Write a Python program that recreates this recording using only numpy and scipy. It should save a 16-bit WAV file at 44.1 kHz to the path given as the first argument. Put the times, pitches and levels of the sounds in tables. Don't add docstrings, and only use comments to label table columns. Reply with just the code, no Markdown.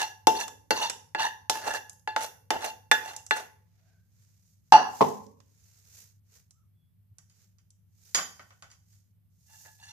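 import sys
import numpy as np
from scipy import signal
from scipy.fft import rfft, irfft
from scipy.io import wavfile

SR = 44100
rng = np.random.default_rng(int(sys.argv[2]) if len(sys.argv) > 2 else 0)


def wav_record(signal):
    frames = np.transpose(np.atleast_2d(signal))
    bounded = np.clip(frames, -1, 1)
    quanta = np.round(bounded * 32767).astype(np.int16)
    wavfile.write(sys.argv[1], SR, quanta)


N = 437472
TIME = np.arange(N) / SR
BLOW_LEN = SR * 3 // 5
AGE = np.arange(BLOW_LEN) / SR
LANDING_S = 4.7222
LANDING_TONE_HZ = 866

# f/Hz, relative level/dB, t60/s
PAN_MODES = [(652,-15,.1),(753,-12,.12),(866,-6,.16),(874,-10,.45),(1140,-22,.1),(1390,-24,.12),(1699,-6,.22),(1770,-16,.1),(2040,-13,.07),
             (2746,-12,.28),(2774,-13,.18),(3520,-16,.2),(3565,-20,.13),(4170,-15,.19),(4510,-14,.22),
             (5730,-16,.18),(5830,-17,.18),(6520,-19,.16),(6760,-25,.25),(6970,-25,.19),(8630,-24,.22),(9350,-25,.18)]
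# f/Hz, relative level per Hz/dB
FRICTION_COLOUR = [(200,-11),(450,-6),(1000,0),(1800,-7.5),(3000,-7),(6000,-8.5),(9000,-17),(14000,-26.5)]
# t/s, relative level/dB
BASE_CONTACTS = [(5.0075,-5),(5.0123,-2.5),(5.0225,-7.5),(5.044,-19.5)]


def from_db(db):
    return 10 ** (np.asarray(db) / 20)


def rms_one(x):
    return x / np.sqrt(np.mean(x ** 2) + 1e-20)


def at_hz(points, hz):
    f, value = np.transpose(points)
    return np.interp(np.log(np.maximum(hz, 1)), np.log(f), value)


def fade(t60, hold=0):
    return np.exp(-np.log(1000) * np.maximum(AGE - hold, 0) / t60)


def add(out, s, sound):
    start = round(s * SR)
    sound = sound[..., max(-start, 0):]
    start = max(start, 0)
    out[:, start:start + sound.shape[-1]] += sound[..., :N - start]


def band(x, low_hz, high_hz):
    return signal.sosfilt(signal.butter(2, [low_hz, high_hz], "band", fs=SR, output="sos"), x)


def noise(colour, size, alike_hz=900):
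    hz = np.arange(size // 2 + 1) * SR / size
    mid, side = rfft(rng.standard_normal((2, size)))
    alike = 0.33 / (1 + (hz / alike_hz) ** 2)
    both = np.sqrt(1 + alike) * mid + np.sqrt(1 - alike) * side * [[1], [-1]]
    return rms_one(irfft(both * from_db(at_hz(colour, hz)), size))


def chance_curve(knots):
    return np.interp(AGE, knots, rng.standard_normal(len(knots)))


def drift(rate):
    knots = np.arange(0, N / SR + 1, 1 / rate)
    return np.interp(TIME, knots, rng.standard_normal(len(knots)))


def swell(t, rise, fall):
    shape = 1.25
    return np.exp(-np.abs(t / np.where(t < 0, rise, fall)) ** shape)


def burst(colour, low_hz, high_hz, t60):
    grain = noise(colour, size=BLOW_LEN)
    return band(grain * fade(t60), low_hz, high_hz) / np.std(band(grain, low_hz, high_hz))


def tone(hz, lag=0.00017):
    skew = .85 * np.tanh(np.pi * hz * lag / .85) * (1 + .25 * rng.standard_normal())
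    polarity = np.pi * np.round(3 * np.log2(hz / LANDING_TONE_HZ))
    phase = polarity + skew * np.array([[-1], [1]])
    onset = 1 - np.exp(-(2 * hz * AGE) ** 2)
    return np.sin(2 * np.pi * hz * AGE + phase) * onset


def waver(hz, half_hz):
    depth = (hz / half_hz) ** 1.3
    flutter = chance_curve(np.arange(0, 1, 1 / (.028 * hz)))
    return (1 + depth * flutter) / np.hypot(1, depth)


def ring(modes, length=1, scatter_db=2, detune=0.0043, flutter_hz=2500):
    scatter = scatter_db * rng.uniform(-1, 1, (len(modes), 2, 1))
    out = 0
    for (hz, db, t60), chance in zip(modes, scatter):
        mode = tone(hz * (1 + detune * rng.standard_normal()))
        out = out + from_db(db + chance) * mode * fade(t60 * length) * waver(hz, flutter_hz)
    return out


def muffled(modes, by_hz):
    return [(hz, db, t60 / (1 + (hz / by_hz) ** 2)) for hz, db, t60 in modes]


def background(hum_hz=100.4, hum_db=-67, rumble_db=-67, waver_db=4.0):
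    # f/Hz, relative level per Hz/dB
    rumble_colour = [(25,-25),(50,-12.5),(80,2),(120,-3.5),(180,-5),(260,-23.5),(400,-31),(1000,-38),(3000,-40.5),(7000,-47),(14000,-34.5)]
    hum = np.sqrt(2) * np.sin(2 * np.pi * hum_hz * TIME + 0.19 * drift(5))
    hum = hum * from_db(hum_db + waver_db * drift(39))
    return hum + from_db(rumble_db) * noise(rumble_colour, size=N, alike_hz=500)


def rustle(rough_db=2.0, body_below_hz=2800):
    # peak t/s, rise/s, fall/s, level/dB, body against hiss/dB
    soft_swells = [(3.9,0.23,0.09,-83.5,20), (4.23,0.094,0.18,-70,3.5), (4.5,0.078,0.075,-71,-15),
                   (5.06,0.14,0.093,-48.5,2.5), (5.73,0.23,0.16,-65.5,2.5), (5.991,0.083,0.069,-52.5,-1),
                   (6.362,0.045,0.049,-60,4.5), (7.41,0.086,0.07,-67.5,4), (8.071,0.067,0.35,-60,-2),
                   (8.93,0.046,0.083,-67.5,-6.5), (9.601,0.1,0.14,-53,-25)]
    # f/Hz, relative level per Hz/dB
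    rustle_colour = [(180, -56.5), (300, -25.5), (434, -5.5), (562, -12.5), (881, -12.5), (1200, -15),
                     (1360, -10), (2470, -11), (3240, -13.5), (6580, 2), (9070, -10.5), (14000, -5.5)]
    rough_noise = noise(rustle_colour, size=N) * from_db(rough_db * drift(220))
    hiss_level, body_level = np.zeros((2, 1, N))
    for s, rise, fall, db, body_db in soft_swells:
        lead = 3 * rise
        push = from_db(db) * swell(np.arange(-lead, 3 * fall, 1 / SR), rise, fall)
        add(hiss_level, s - lead, push)
        add(body_level, s - lead, push * from_db(body_db))
    hiss, body = band(rough_noise, body_below_hz, 18000), band(rough_noise, 150, body_below_hz)
    return hiss_level * hiss - body_level * body


def squeaks(wobble_hz=55):
    # t/s, time from peak to 1/e/s, f/Hz, level/dB
    squeak_times = [(3.88,.1,690,-81), (3.95,.1,1560,-80), (6.6,.06,1260,-82), (6.83,.07,3400,-87)]
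    out = np.zeros((2, N))
    stray_cycles = np.cumsum(wobble_hz * drift(200)) / SR
    for s, length, hz, db in squeak_times:
        t = np.arange(-2 * length, 2 * length, 1 / SR)
        phase = 2 * np.pi * (hz * t + np.interp(s + t, TIME, stray_cycles))
        add(out, s + t[0], from_db(db) * np.sqrt(2) * np.exp(-(t / length) ** 2) * np.sin(phase))
    return out


def clinks(ring_db=-1, crack_db=-4, crack_t60=0.16, snap_db=4, snap_t60=0.0024, treble_hz=3000):
    # t/s, level/dB, treble/dB, share of the free ring time
    contacts = [(7.184,-65,3.5,0.48), (7.299,-80,18,0.73), (7.585,-77.5,14.5,.4), (8.147,-28,12.5,0.5),
                (8.158,-36,4,0.53), (8.175,-27.5,-14,0.65), (8.187,-28,-9,0.86), (8.395,-41,-23.5,0.32),
                (8.506,-50.5,-15.5,0.27), (8.624,-46.5,-2.5,0.1505), (8.635,-54,-9,0.36),
                (8.702,-69,15,0.4), (8.715,-61,11,0.24), (8.727,-79,8,0.32), (8.929,-76,10,0.76)]
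    # f/Hz, relative level/dB, free t60/s
    steel_modes = [(1163,-17,.36),(1560,-25,.12),(1873,-16,.23),(2030,-19,.25),(2340,-20,.2),(3117,-13,.34),(3496,-22,.3),(3898,-17,.15),(4753,-8,.23),(4820,-12,.18),
                   (5825,-15,.27),(5965,-17,.18),(6713,-6,.26),(7429,-20,.26),(8926,-22,.3),(11100,-25,.15)]
    # f/Hz, relative level per Hz/dB
    steel_colour = [(71, -71), (120, 1), (172, 0.5), (352, -8), (665, 7), (1600, 5.5), (2850, -4),
                    (3080, -9.5), (6840, -4), (8340, -14), (14000, -17)]
    out = np.zeros((2, N))
    hz = np.arange(70, 14000, 50)
    unevenness_db = 9 * np.minimum(hz / 1800, 1) * rng.uniform(-1, 1, len(hz))
    crowd = np.column_stack([hz, at_hz(steel_colour, hz) + unevenness_db])
    for s, db, treble_db, length in contacts:
        crack = from_db(crack_db) * burst(crowd, 110, 13000, crack_t60)
        snap = from_db(snap_db) * burst(steel_colour, 3660, 8300, snap_t60)
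        clear = from_db(ring_db) * ring(steel_modes, length, scatter_db=2, detune=0.0018, flutter_hz=10060)
        hit = from_db(db) * (crack + snap + clear)
        add(out, s, band(hit, 60.4, treble_hz) - from_db(treble_db) * band(hit, treble_hz, 14000))
    return out


def boom():
    # f/Hz, relative level/dB, t60/s
    floor_mode = (150, -30.5, 0.33)
    out = np.zeros((2, N))
    add(out, LANDING_S, from_db(-12.5) * ring([floor_mode]))
    add(out, BASE_CONTACTS[0][0], from_db(1) * ring([floor_mode]))
    return band(out, 90, 2000)


def thumps(ring_db=-9, dull_db=-3, dull_t60=0.039):
    # f/Hz, relative level/dB, t60/s
    base_modes = [(171.5,-31.5,.39),(263,-21,.1),(410,-20,.06),(510,-20,.07),(740,-9,.07),(850,-5,.06),(1020,-2,.05),(1130,-9,.05)]
    # f/Hz, relative level per Hz/dB
    thump_colour = [(50,-26),(110,-16),(170,-12.5),(300,8.5),(850,13),(1150,10),(1380,-24),(2000,-9.5),(2600,-14),(5000,-20),(14000,-40)]
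    out = np.zeros((2, N))
    for s, db in BASE_CONTACTS:
        onset = np.minimum(AGE / 0.0025, 1)
        dull = from_db(dull_db) * burst(thump_colour, 150, 14000, dull_t60) * onset
        add(out, s, from_db(db) * (dull + from_db(ring_db) * ring(base_modes, scatter_db=1.5)))
    return band(out, 120, 18000)


def landing_tone():
    # t/s, level/dB, held/s, t60/s
    tone_parts = [(4.7222,-2,.005,.025), (4.739,-2.5,.019,.06)]
    out = np.zeros((2, N))
    for s, db, hold, t60 in tone_parts:
        add(out, s, from_db(db) * tone(LANDING_TONE_HZ, lag=.00006) * fade(t60, hold))
    return out


def landing(thud_db=-19, thud_t60=0.36, crack_db=-22, crack_t60=.07, bump_db=-29):
    # f/Hz, level/dB, t60/s
    edge_modes = [(745,-14,0.28),(822,-18,.28),(868,-21,0.5),(1136,-27,.24),(1580,-28,.2),(1690,-14,0.18),(2755,-22,0.22),(2800,-28,.2),(3424,-39,0.2),(4231,-33,.22),(4520,-28,.26),(5792,-32,0.2)]
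    # low f/Hz, high f/Hz, level/dB, t60/s
    mode_clusters = [(700,1020,-21,.45), (1600,1850,-27,.26), (2680,2880,-27,.29), (4200,4750,-29,.31),
                     (5680,6000,-33,.29)]
    out = np.zeros((2, N))
    add(out, LANDING_S, ring(edge_modes, scatter_db=1.5, detune=.001, flutter_hz=3600))
    add(out, LANDING_S, from_db(thud_db) * burst(FRICTION_COLOUR, 553, 1400, thud_t60))
    add(out, LANDING_S, from_db(bump_db) * burst(FRICTION_COLOUR, 150, 440, thud_t60))
    for low_hz, high_hz, db, t60 in mode_clusters:
        add(out, LANDING_S, from_db(db) * burst(FRICTION_COLOUR, low_hz, high_hz, t60))
    add(out, LANDING_S, from_db(crack_db) * burst(FRICTION_COLOUR, 1100, 11000, crack_t60))
    return out


def ticks(body_db=-4, snap_db=1, body_t60=0.043, snap_t60=0.024):
    # t/s, relative snap level/dB, relative body level/dB, snap f/Hz
    tick_times = [(0.48,-36,-35,8300), (0.898,-24,-23.5,7500), (1.896,-37.5,-53,8200),
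                  (1.931,-52,-80,12100), (1.995,-60,-79,8100), (2.234,-36.5,-47,10800),
                  (2.262,-42,-43,10000), (3.164,-32.5,-50,7700), (3.265,-39.5,-52,7710),
                  (5.266,-58,-76,6340), (5.403,-60,-53.5,6500), (6.508,-51.5,-68.5,7690),
                  (7.184,-46.5,-69.5,7750), (7.298,-63,-76,7650), (7.705,-54.5,-85.5,7670)]
    out = np.zeros((2, N))
    for s, snap, body, hz in tick_times:
        add(out, s, from_db(body + body_db) * burst(FRICTION_COLOUR, 280, 4100, body_t60))
        add(out, s, from_db(snap + snap_db) * burst(FRICTION_COLOUR, 0.77 * hz, 1.42 * hz, snap_t60))
    return out


def grains(per_s, spread_db, size):
    strength = from_db(spread_db * np.minimum(rng.exponential(1, size), 4))
    return (rng.random(size) < per_s / SR) * rng.choice([-1, 1], size) * strength


def driven(drive, modes, clang_db, flare_s=.012, flare_db=5):
    out, power = 0, 0
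    knots = np.arange(0, 1, flare_s)
    for hz, db, t60 in modes:
        extra_db = clang_db * (1600 < hz < 1850)
        strength = from_db(db + extra_db) * np.sqrt(t60)
        flare = from_db(flare_db * chance_curve(knots))
        answer = signal.fftconvolve((drive * flare)[None], tone(hz) * fade(t60), axes=1)[:, :BLOW_LEN]
        out = out + strength * rms_one(answer * waver(hz, 6000))
        power = power + strength ** 2
    return out * np.std(drive) / np.sqrt(power)


def tilted(x, db_per_octave, pivot_hz):
    hz = np.clip(np.arange(BLOW_LEN + 1) * SR / (2 * BLOW_LEN), 300, 7000)
    return irfft(rfft(x, 2 * BLOW_LEN) * from_db(db_per_octave * np.log2(hz / pivot_hz)))[:, :BLOW_LEN]


def wander(x, depth=0.021):
    speed = 1 + depth * drift(35)[:BLOW_LEN]
    return np.array([np.interp(np.cumsum(speed), np.arange(BLOW_LEN), side) for side in x])


def clumped(colour, clump_db=2.0):
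    sources = [noise(colour, size=BLOW_LEN) for _ in range(2)]
    edges = np.geomspace(150, 15000, 15)
    knots = np.arange(0, 1, .009)
    out = 0
    for k, (low_hz, high_hz) in enumerate(zip(edges, edges[1:])):
        out = out + band(sources[k % 2], low_hz, high_hz) * from_db(clump_db * chance_curve(knots))
    return rms_one(out)


def scrapes(rub_db=-2, grit_t60=0.017, pivot_hz=1800, catch_db=2.5):
    # peak t/s, rise/s, fall/s, relative level/dB, brightness/(dB per octave), free ring/dB,
    # pressed ring/dB, extra clang/dB
    strokes = [(.01,.026,0.035,-31.5,1.5,2,-3,0.5), (.408,0.039,0.026,-36,3.5,5,0.5,-3),
               (.835,0.054,0.033,-33,2,4,6.5,-8), (1.2,0.0071,0.011,-35,-0.5,8.5,10.5,0.5),
               (1.234,0.031,0.03,-32,1,3,7,3.5), (1.58,.039,0.046,-36.5,0.5,-4,-13.5,3),
               (1.681,0.025,0.043,-30,-0.5,-1.5,-18,3), (1.757,.023,0.019,-29.5,1,-0.5,-22.5,4.5),
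               (2.228,0.034,0.027,-34,2,-5,-15,-12), (2.541,.012,0.03,-39.5,-4.5,3.5,-7,-3.5),
               (2.652,.038,0.031,-33,0.5,-3.5,-16,-7.5), (3.059,0.045,0.068,-42.5,1,-0.5,-19,-5.5),
               (3.369,.027,0.044,-38.5,1,-8,-16,-5), (9.535,0.041,0.084,-67,3,4.5,-10.5,3.5),
               (9.655,0.015,0.033,-56.5,1,0.5,-6,9), (9.85,.039,0.073,-59.5,6.5,8.5,-2.5,1)]
    # f/Hz, relative level/dB, t60/s
    pressed_modes = [(925,3,.045), (1760,-1,.04), (2790,-3,.04), (3560,-7,.035), (4200,-9,.03),
                     (4520,-9,.03), (5850,-8,.025)]
    # f/Hz, relative level per Hz/dB
    grit_colour = [(100,-34.5),(220,-15),(450,-2.5),(650,5),(1000,-5.5),(1450,-2),(2000,-7.5),(3000,-16),(4300,-11.5),(5000,-16),(5900,-9.5),(9000,-18.5),(14000,-25)]
    slips_per_s, slip_spread_db, rubbed_ring = 1000, 2.2, .45
    out = np.zeros((2, N))
    catches = catch_db * drift(90)
    free_modes = [(hz, level, t60 * rubbed_ring) for hz, level, t60 in muffled(PAN_MODES, by_hz=8400)]
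    puff = fade(grit_t60) ** 2
    for s, rise, fall, db, bright, ring_db, spoon_db, clang_db in strokes:
        lead = 2 * rise
        onset = np.minimum(2 * AGE / rise, 1)
        judder = from_db(np.interp(s - lead + AGE, TIME, catches))
        pressure = onset * swell(AGE - lead, rise, fall) * judder
        drive = rms_one(grains(slips_per_s, slip_spread_db, size=BLOW_LEN)) * pressure
        grit_power = np.abs(signal.fftconvolve(drive ** 2, puff / puff.sum())[:BLOW_LEN])
        grit = clumped(grit_colour) * np.sqrt(grit_power)
        wall = driven(drive, free_modes, clang_db)
        pressed = wander(driven(drive, pressed_modes, clang_db))
        stroke = from_db(rub_db) * grit + from_db(ring_db) * wall + from_db(spoon_db) * pressed
        add(out, s - lead, from_db(db) * tilted(stroke, bright, pivot_hz))
    return out


def knocks(crack_db=-1, rim_db=-7, crack_t60=0.033, thud_db=-3, thud_t60=0.11, snap_db=3, snap_t60=0.0031,
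           snap_clang_share=0.091, push_db=-60, push_t60=0.17):
    # thud/dB, crack/dB, treble/dB,
    # left over right/dB, factor on the ring time, rim tone/dB, clang/dB, ping/dB, chime/dB, shimmer/dB
    blows = [(0.27,-13.5,-20.5,-15,4,0.91,-8.5,-25.5,-15,-13,-25.5),
             (0.707,-18.5,-18,-19.5,3,0.69,-15.5,-24.5,-16,-27.5,-12.5),
             (1.148,-29.5,-25,-41.5,-1,1.04,-24,-24.5,-26,-26,-24.5),
             (1.497,-29,-23.5,-16,1,0.94,-19,-26.5,-33,-12.5,-19.5),
             (2.075,-39.5,-27.5,-41,0.5,1.04,-24,-24,-25.5,-28,-26),
             (2.163,-31.5,-20.5,-30,1,0.56,-15,-24,-39,-18,-24.5),
             (2.505,-21.5,-18,-22,2,0.86,-18.5,-36.5,-27.5,-18,-32),
             (2.914,-24,-8.5,-17,-1.5,0.94,-17,-8.5,-15,-6,-16.5),
             (3.309,-28,-15,-27,2,0.86,-19,-14,-20,-10,-16)]
    ordinary_blow_db, push_growth = -22.5, 2.6
    rings, cracks = np.zeros((2, 2, N))
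    for s, thud, wood, treble, pan_db, length, rim, clang, ping, chime, shimmer in blows:
        # (Hz, dB)
        strike = [(450, thud), (750, rim), (900, rim), (1400, wood), (1690, clang), (1780, clang), (2040, wood),
                  (2740, ping), (2780, ping), (3500, chime), (3600, chime), (4150, shimmer), (4550, shimmer),
                  (5700, treble)]
        sides = from_db(np.array([[pan_db], [-pan_db]]) / 2)
        modes = [(hz, db + at_hz(strike, hz), t60) for hz, db, t60 in muffled(PAN_MODES, by_hz=8350)]
        add(rings, s, sides * ring(modes, length, scatter_db=0.5, detune=0.0054, flutter_hz=4440))
        crack = from_db(rim + rim_db) * burst(FRICTION_COLOUR, 430, 1150, crack_t60)
        crack = crack + from_db(wood) * burst(FRICTION_COLOUR, 1250, 2460, crack_t60)
        crack = crack + from_db(treble) * burst(FRICTION_COLOUR, 4000, 19845, crack_t60)
        snap_level_db = treble + snap_clang_share * (wood - treble) + snap_db
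        crack = crack + from_db(snap_level_db) * burst(FRICTION_COLOUR, 330, 9000, snap_t60)
        add(cracks, s, sides * from_db(crack_db) * crack)
        add(cracks, s, from_db(thud + thud_db) * burst(FRICTION_COLOUR, 260, 660, thud_t60))
        push_level_db = push_db + push_growth * (thud - ordinary_blow_db)
        add(cracks, s, from_db(push_level_db) * burst(FRICTION_COLOUR, 25, 200, push_t60))
    return rings, cracks


def kitchen(x, first_echo=0.0012, build_up=0.004):
    # f/Hz, t60/s
    room_t60 = [(150,0.65),(400,0.48),(1000,0.41),(3000,.38),(7000,0.39),(14000,0.46)]
    white = noise([(100, 0), (10000, 0)], size=BLOW_LEN, alike_hz=808.3)
    edges = np.geomspace(70, 18000, 9)
    tail = 0
    for low_hz, high_hz in zip(edges, edges[1:]):
        tail = tail + band(white, low_hz, high_hz) * fade(at_hz(room_t60, np.sqrt(low_hz * high_hz)))
    tail = tail * np.clip((AGE - first_echo) / build_up, 0, 1)
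    return signal.fftconvolve(x, tail / np.sqrt(np.sum(tail ** 2) / 2), axes=1)[:, :N]


def scene():
    rings, cracks = knocks()
    held, clang, thump, clink, tick, scrape = landing_tone(), landing(), thumps(), clinks(), ticks(), scrapes()
    direct = boom() + rings + cracks + held + clang + thump + clink + tick + scrape
    to_room = from_db(-15.0) * rings + from_db(-5.5) * cracks + from_db(-5.5) * tick + from_db(-8.0) * scrape
    to_room = to_room + from_db(-4.5) * clang + from_db(-4.5) * thump + from_db(-3.5) * clink
    to_room = to_room + from_db(-21) * held
    balance = from_db([[-.7], [.7]])
    return (direct + kitchen(to_room) + rustle() + squeaks()) * balance + background()


def record(dry, left_air_db=-3, right_air_db=4, cutoff_hz=14600):
    air = signal.sosfilt(signal.butter(1, 9000, "high", fs=SR, output="sos"), dry)
    coloured = dry + air * (from_db([[left_air_db], [right_air_db]]) - 1)
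    rounded = coloured / (1 + coloured ** 4) ** (1 / 4)
    rounded = signal.sosfilt(signal.butter(2, 32, "high", fs=SR, output="sos"), rounded)
    return signal.sosfilt(signal.ellip(10, .2, 80, cutoff_hz, fs=SR, output="sos"), rounded)


dry = scene()
out = record(dry)
wav_record(out)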